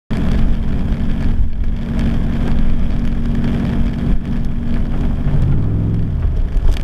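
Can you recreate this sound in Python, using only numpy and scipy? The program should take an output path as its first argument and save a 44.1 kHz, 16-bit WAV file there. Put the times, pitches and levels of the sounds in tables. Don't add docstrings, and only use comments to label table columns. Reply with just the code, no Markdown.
import sys
import numpy as np
from scipy import signal
from scipy.fft import rfft, irfft
from scipy.io import wavfile
from scipy.ndimage import uniform_filter1d

SR = 44100
rng = np.random.default_rng(int(sys.argv[2]) if len(sys.argv) > 2 else 0)


def bounce(signal):
    frames = np.transpose(np.atleast_2d(signal))
    limited = np.clip(frames, -1, 1)
    pcm = np.round(limited * 32767).astype(np.int16)
    wavfile.write(sys.argv[1], SR, pcm)


N = 301203
TIME = np.arange(N) / SR

# (time [s], body shake [dB], tyre roar [dB], rain [dB])
DRIVE_LEVELS = [(0.1, -17.5, -30, -34), (1.0, -17, -31.5, -35.5), (2.4, -17.5, -30, -33),
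                (3.1, -17.5, -31.5, -34.5), (3.7, -22, -30.5, -34), (4.6, -18, -31.5, -38.5),
                (5.3, -17.5, -29, -37), (5.7, -18.5, -35, -48), (6.1, -17, -39, -46.5),
                (6.83, -15, -37, -45.5)]
# (frequency [Hz], density [dB])
SHAKE_SPECTRUM = [(6, -33.5), (13, 5), (19, 2.5), (23, 0.5), (31, -12.5), (38, -6.5), (52, -11),
                  (70, -13.5), (110, -27), (250, -36.5), (500, -90)]
# (frequency [Hz], density [dB])
TYRE_SPECTRUM = [(40, -2.5), (70, 1.5), (130, 4), (210, 6.5), (275, 8.5), (315, -1), (390, 2), (470, -5),
                 (570, -8.5), (645, -3), (740, -9), (1100, -14), (2000, -25.5), (6000, -43.5), (15000, -48)]
# (time [s], size [dB], half length [s])
ROAD_BUMPS = [(0.5, 3, 0.13), (0.98, 0, 0.46), (1.33, 5, 0.067), (1.444, 15, 0.056), (1.626, 8.5, 0.2),
              (2.175, -2, 0.22), (2.6, -5, 0.13), (2.96, 4, 0.46), (3.84, 3.5, 0.11), (4.13, 11, 0.043),
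              (4.453, 5.5, 0.19), (4.797, 2.5, 0.075), (5.105, 3.5, 0.18), (5.5, -1.5, 0.17)]
def road(roar_trim_db=5.0, flutter_db=0.58, jolt_db=6, heave_db=2.5, heave_lag_s=0.032):
    shake_db, roar_db, _ = curves(DRIVE_LEVELS)
    shake = colour(noise(), SHAKE_SPECTRUM)
    shake = unit(np.tanh(0.47 * shake))
    tyres = colour(noise(), TYRE_SPECTRUM) * undb(flutter_db * walk(18))
    jolts = np.hypot(1, undb(jolt_db) * humps(ROAD_BUMPS))
    heave = undb(heave_db) * humps(ROAD_BUMPS, heave_lag_s)
    return shake * undb(shake_db) * jolts + heave + tyres * undb(roar_db + roar_trim_db)


# (multiple of cycle rate [-], cruising level [dB], free-revving level [dB])
ENGINE_ORDERS = [(3, -53.5, -27), (5, -32.5, -20.5), (6, -28.5, -52), (7, -45.5, -29), (8, -33, -24.5),
                 (9, -37.5, -35), (10, -39, -36), (11, -44.5, -32.5), (12, -31, -45.5), (13, -36.5, -34),
                 (14, -44, -36), (15, -35.5, -53), (16, -30, -41), (17, -31.5, -61), (18, -60, -43.5),
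                 (19, -42.5, -44), (20, -24.5, -60), (22, -53, -48), (23, -68, -67), (24, -35.5, -49.5),
                 (26, -47, -65)]
# (time [s], four-stroke cycle rate [Hz])
ENGINE_SPEED = [(0.1, 10.99), (0.8, 11.22), (1.95, 11.46), (3.4, 11.65), (5.18, 11.72), (5.38, 12.2),
                (5.46, 16.4), (5.6, 19.9), (5.72, 21.0), (5.97, 21.7), (6.05, 20.8), (6.15, 17.0),
                (6.38, 13.9), (6.5, 11.3), (6.83, 10.5)]
# (time [s], level [dB])
ENGINE_EFFORT = [(0.1, 4.5), (3.4, 6), (5.23, 4), (5.33, 6.5), (5.5, 7), (5.7, 4.5), (5.97, 3), (6.08, -1),
                 (6.33, -1), (6.45, -4.5), (6.83, -4)]
def engine(unload_at_s=5.23, unload_tau_s=0.14, waver_db=1.32,
           boom_hz=141, boom_width_hz=12, boom_db=3, rock_boom_db=15):
    cycle_hz, = curves(ENGINE_SPEED)
    effort_db, = curves(ENGINE_EFFORT)
    cycles = np.cumsum(cycle_hz) / SR
    unloaded_s = np.maximum(TIME - unload_at_s, 0)
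    free_share = np.clip(1 - np.exp(-unloaded_s / unload_tau_s), 0.043, 1)
    rocking = np.sin(np.pi * free_share)
    out = np.zeros(N)
    for order, cruise_db, free_db in ENGINE_ORDERS:
        detuning = (order * cycle_hz - boom_hz) / boom_width_hz
        resonance_db = (boom_db + rock_boom_db * rocking) / (1 + detuning ** 2)
        gain = (1 - free_share) * undb(cruise_db) + free_share * undb(free_db)
        gain *= undb(resonance_db + waver_db * walk(6))
        out += gain * np.sin(2 * np.pi * (order * cycles + rng.random()))
    return out * undb(effort_db)


# (frequency [Hz], density [dB])
GLASS_SPECTRUM = [(200, -9), (500, 8), (900, -2.5), (1400, 0), (1700, 3.5), (1950, -3), (2400, -2.5),
                  (2800, -8.5), (3250, -1), (4100, -20), (5000, -15), (6200, -24.5), (11000, -28.5),
                  (15500, -39.5)]
# (frequency [Hz], density [dB])
SPLASH_SPECTRUM = [(300, 16.5), (900, 5), (1700, 3), (2700, 0.5), (3250, 4), (4100, -7), (5000, -3.5),
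                   (6300, -10), (8500, -13.5), (12000, -19.5), (14500, -23), (16000, -50)]
def rain(patter_db=-2.5, tick_db=-11):
    *_, rain_db = curves(DRIVE_LEVELS)
    fine = shower(per_s=1300, spread_db=4, range_db=21)
    large = shower(per_s=120, spread_db=4, range_db=20)
    patter = splats(fine, GLASS_SPECTRUM, splat_s=0.0018, ring_s=0.0044, ring_share=0.2)
    ticks = splats(large, SPLASH_SPECTRUM, splat_s=0.0008, ring_s=0.004, ring_share=0.1)
    return patter * undb(rain_db + patter_db) + ticks * undb(rain_db + tick_db)


def stray_drops(count=200, base_db=-29, spread_db=2.6, treble_db=-23, rain_follow=0.9):
    when, size, brightness = rng.random((count, 3)).T
    time_s = when * TIME[-1]
    *_, rain_db = curves(DRIVE_LEVELS)
    level_db = base_db + rain_follow * np.interp(time_s, TIME, rain_db - rain_db.max())
    level_db -= spread_db * np.log(np.maximum(size, 0.05))
    return np.column_stack([time_s, level_db, level_db + treble_db + 10 * (brightness - 0.5)])


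# (time [s], relative level [dB], relative treble [dB])
DROPS_AND_CLICK = [(0.1702, -25, -36), (0.3165, -25.5, -35), (0.9243, -20.5, -61), (1.226, -28, -44),
                   (1.5312, -19, -59), (1.639, -20, -37), (1.9933, -17.5, -32), (2.4783, -26, -39),
                   (2.6998, -25, -48), (2.906, -22.5, -58), (3.052, -24, -34.5), (3.0761, -18.5, -38),
                   (3.3525, -31, -44), (3.4433, -22, -43), (3.6516, -23, -46), (4.2543, -23.5, -39.5),
                   (4.4478, -31, -32), (4.7416, -25, -43), (5.4218, -49, -38.5), (5.9438, -30, -46.5),
                   (5.9935, -34.5, -58), (6.546, -35, -47), (6.5715, -37, -42), (6.6788, -28.5, -58),
                   (6.7164, -33, -39), (6.7266, -40, -31), (6.7394, -27, -29.5), (6.7688, -17.5, -28.5),
                   (6.7974, -24.5, -47), (6.8122, -32, -39)]
# (frequency [Hz], level [dB], t60 [s])
PANE_MODES = [(628, -3, 0.03), (1310, -5, 0.014), (1710, -4.5, 0.033), (2300, -4, 0.018), (3240, -15, 0.03),
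              (4500, -14, 0.026)]
def drops(treble_trim_db=15, ring_db=-3, energy_scale=110):
    time_s, level_db, treble_db = np.vstack([DROPS_AND_CLICK, stray_drops()]).T
    starts = (time_s * SR).astype(int)
    knock_energy, spray_energy, ring = np.zeros((3, N))
    knock_energy[starts] = energy_scale * undb(level_db) ** 2
    spray_energy[starts] = energy_scale * undb(treble_db + treble_trim_db) ** 2
    knock = splats(knock_energy, SPLASH_SPECTRUM, splat_s=0.0012, ring_s=0.008, ring_share=0.15)
    spray = splats(spray_energy, SPLASH_SPECTRUM, splat_s=0.001, ring_s=0.005, ring_share=0.1)
    t = TIME[:SR // 20]
    modes = damped_modes(PANE_MODES, t)
    mode_mixes = np.sqrt(2) * np.cos(2 * np.pi * rng.random((len(starts), len(modes))))
    for start, gain, mix in zip(starts, undb(level_db + ring_db), mode_mixes):
        ring[start:start + len(t)] += (gain * mix @ modes)[:N - start]
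    return butterworth(knock, "low", 4500) + butterworth(spray, "high", 4300) + ring


# (time [s], level [dB], tilt [dB/decade])
WIPER_KNOCKS = [(5.335, -25, 7.5), (6.245, -19, 0), (6.372, -20.5, -3), (6.556, -21, -1), (6.647, -18, 0),
                (6.688, -24, 10)]
# (frequency [Hz], level [dB], t60 [s])
COWL_MODES = [(33, 8.5, 0.64), (45.7, 11, 0.15), (74.6, 8, 0.11), (117, -12, 0.13), (260, -16, 0.022),
              (386, -3, 0.047), (470, -22, 0.074), (633, -6.5, 0.03), (810, -14.5, 0.041)]
def wiper_linkage(attack_s=0.00055):
    t = TIME[:SR // 2]
    modes = damped_modes(COWL_MODES, t) * (1 - np.exp(-t / attack_s))
    mode_hz = np.transpose(COWL_MODES)[0]
    decades = np.log10(mode_hz / mode_hz[0])
    out = np.zeros(N)
    for time_s, level_db, tilt_db in WIPER_KNOCKS:
        start = int(time_s * SR)
        knock = undb(level_db + tilt_db * decades) @ modes
        out[start:start + len(t)] += knock[:N - start]
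    return out


# (time [s], level [dB], rise [s], fall [s])
BLADE_SWISHES = [(6.367, -31.5, 0.0034, 0.0063), (6.72, -35, 0.093, 0.039)]
# (mid-stroke time [s], level [dB], half length [s])
BLADE_STROKES = [(5.55, -46, 0.35), (6.25, -50, 0.13), (6.7, -46, 0.14)]
# (frequency [Hz], density [dB])
RUBBER_SPECTRUM = [(300, -5), (800, 0.5), (1250, 6), (2000, -9), (3500, -27), (5000, -26), (9000, -41)]
def wiper_blade():
    swish = np.zeros(N)
    for time_s, level_db, rise_s, fall_s in BLADE_SWISHES:
        age_s = TIME - time_s
        swish += undb(level_db) * np.exp(-np.maximum(-age_s / rise_s, age_s / fall_s))
    droplets = shower(per_s=1000, spread_db=5, range_db=35)
    bead = splats(droplets, SPLASH_SPECTRUM, splat_s=0.00092, ring_s=0.005, ring_share=0.36)
    rub = colour(noise(), RUBBER_SPECTRUM) * humps(BLADE_STROKES)
    return butterworth(bead, "high", 3300) * swish + rub


# (time [s], relative level [dB])
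PUDDLE_HITS = [(2.481, -25), (4.763, -27.5), (4.937, -26.5), (5.034, -27), (5.277, -24), (5.52, -27.5),
               (5.682, -43), (6.224, -32)]
# (frequency [Hz], density [dB])
ARCH_SPECTRUM = [(200, -9), (500, 7.5), (800, 7.5), (1300, 5), (1900, 0.5), (3200, -10), (6000, -45)]
def puddles(trim_db=-2, energy_scale=500):
    time_s, level_db = np.transpose(PUDDLE_HITS)
    energy = np.zeros(N)
    energy[(time_s * SR).astype(int)] = energy_scale * undb(level_db + trim_db) ** 2
    return splats(energy, ARCH_SPECTRUM, splat_s=0.015, ring_s=0.54, ring_share=0.08)


def shower(per_s, spread_db, range_db):
    size_db = spread_db * rng.exponential(size=N)
    hits = rng.random(N) < per_s / SR
    energy = hits * undb(range_db * np.tanh(size_db / range_db)) ** 2
    return energy / energy.mean()


def splats(energy, spectrum, splat_s, ring_s, ring_share):
    energy = energy + 1e-18
    power = smooth(energy, splat_s / 2) + ring_share * smooth(energy, ring_s / 2)
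    return colour(noise() * np.sqrt(power), spectrum)


def damped_modes(table, t):
    hz, level_db, t60_s = np.transpose(table)[:, :, None]
    return np.sin(2 * np.pi * hz * t) * undb(level_db - 60 * t / t60_s)


def humps(table, lag_s=0):
    return sum(undb(db) * np.exp(-((TIME - s - lag_s) / half_s) ** 2) for s, db, half_s in table)


def curves(table):
    time_s, *columns = np.transpose(table)
    return [np.interp(TIME, time_s, column) for column in columns]


def colour(x, spectrum, size=8192):
    hz, db = np.transpose(spectrum)
    bin_hz = np.maximum(np.arange(size // 2 + 1) * SR / size, 1)
    magnitude = undb(np.interp(np.log(bin_hz), np.log(hz), db))
    cepstrum = irfft(np.log(magnitude))
    cepstrum[1:size // 2] *= 2
    cepstrum[size // 2 + 1:] = 0
    response = irfft(np.exp(rfft(cepstrum)))
    return signal.fftconvolve(x, response / np.linalg.norm(response))[:N]


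def butterworth(x, kind, hz, order=2):
    return signal.sosfilt(signal.butter(order, hz, kind, fs=SR, output="sos"), x)


def smooth(x, tau_s):
    pole = np.exp(-1 / (tau_s * SR))
    return signal.lfilter([1 - pole], [1, -pole], x)


def walk(rate_hz):
    drift = np.interp(TIME * rate_hz, np.arange(2048), rng.standard_normal(2048))
    return unit(uniform_filter1d(drift, int(SR / rate_hz) // 2))


def noise():
    return rng.standard_normal(N)


def unit(x):
    return x / np.sqrt(np.mean(x ** 2))


def undb(db):
    return 10 ** (np.asarray(db) / 20)


def scene():
    return (engine() + road() + puddles() + rain() + drops() + wiper_linkage() + wiper_blade())[None]


def record(dry, knee_db=2, gain_tau_s=0.041, bass_cut_hz=13.3, top_cut_hz=15400, open_at_s=0.105):
    power = smooth(dry ** 2, gain_tau_s)
    ducked = dry / np.sqrt(1 + power / undb(knee_db) ** 2)
    ducked = butterworth(ducked, "high", bass_cut_hz, order=4)
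    fade_in = np.clip((TIME - open_at_s) / 0.002, 0, 1)
    top_cut = signal.ellip(8, 0.2, 70, top_cut_hz, fs=SR, output="sos")
    return signal.sosfilt(top_cut, ducked * fade_in)


dry = scene()
out = record(dry)
bounce(out)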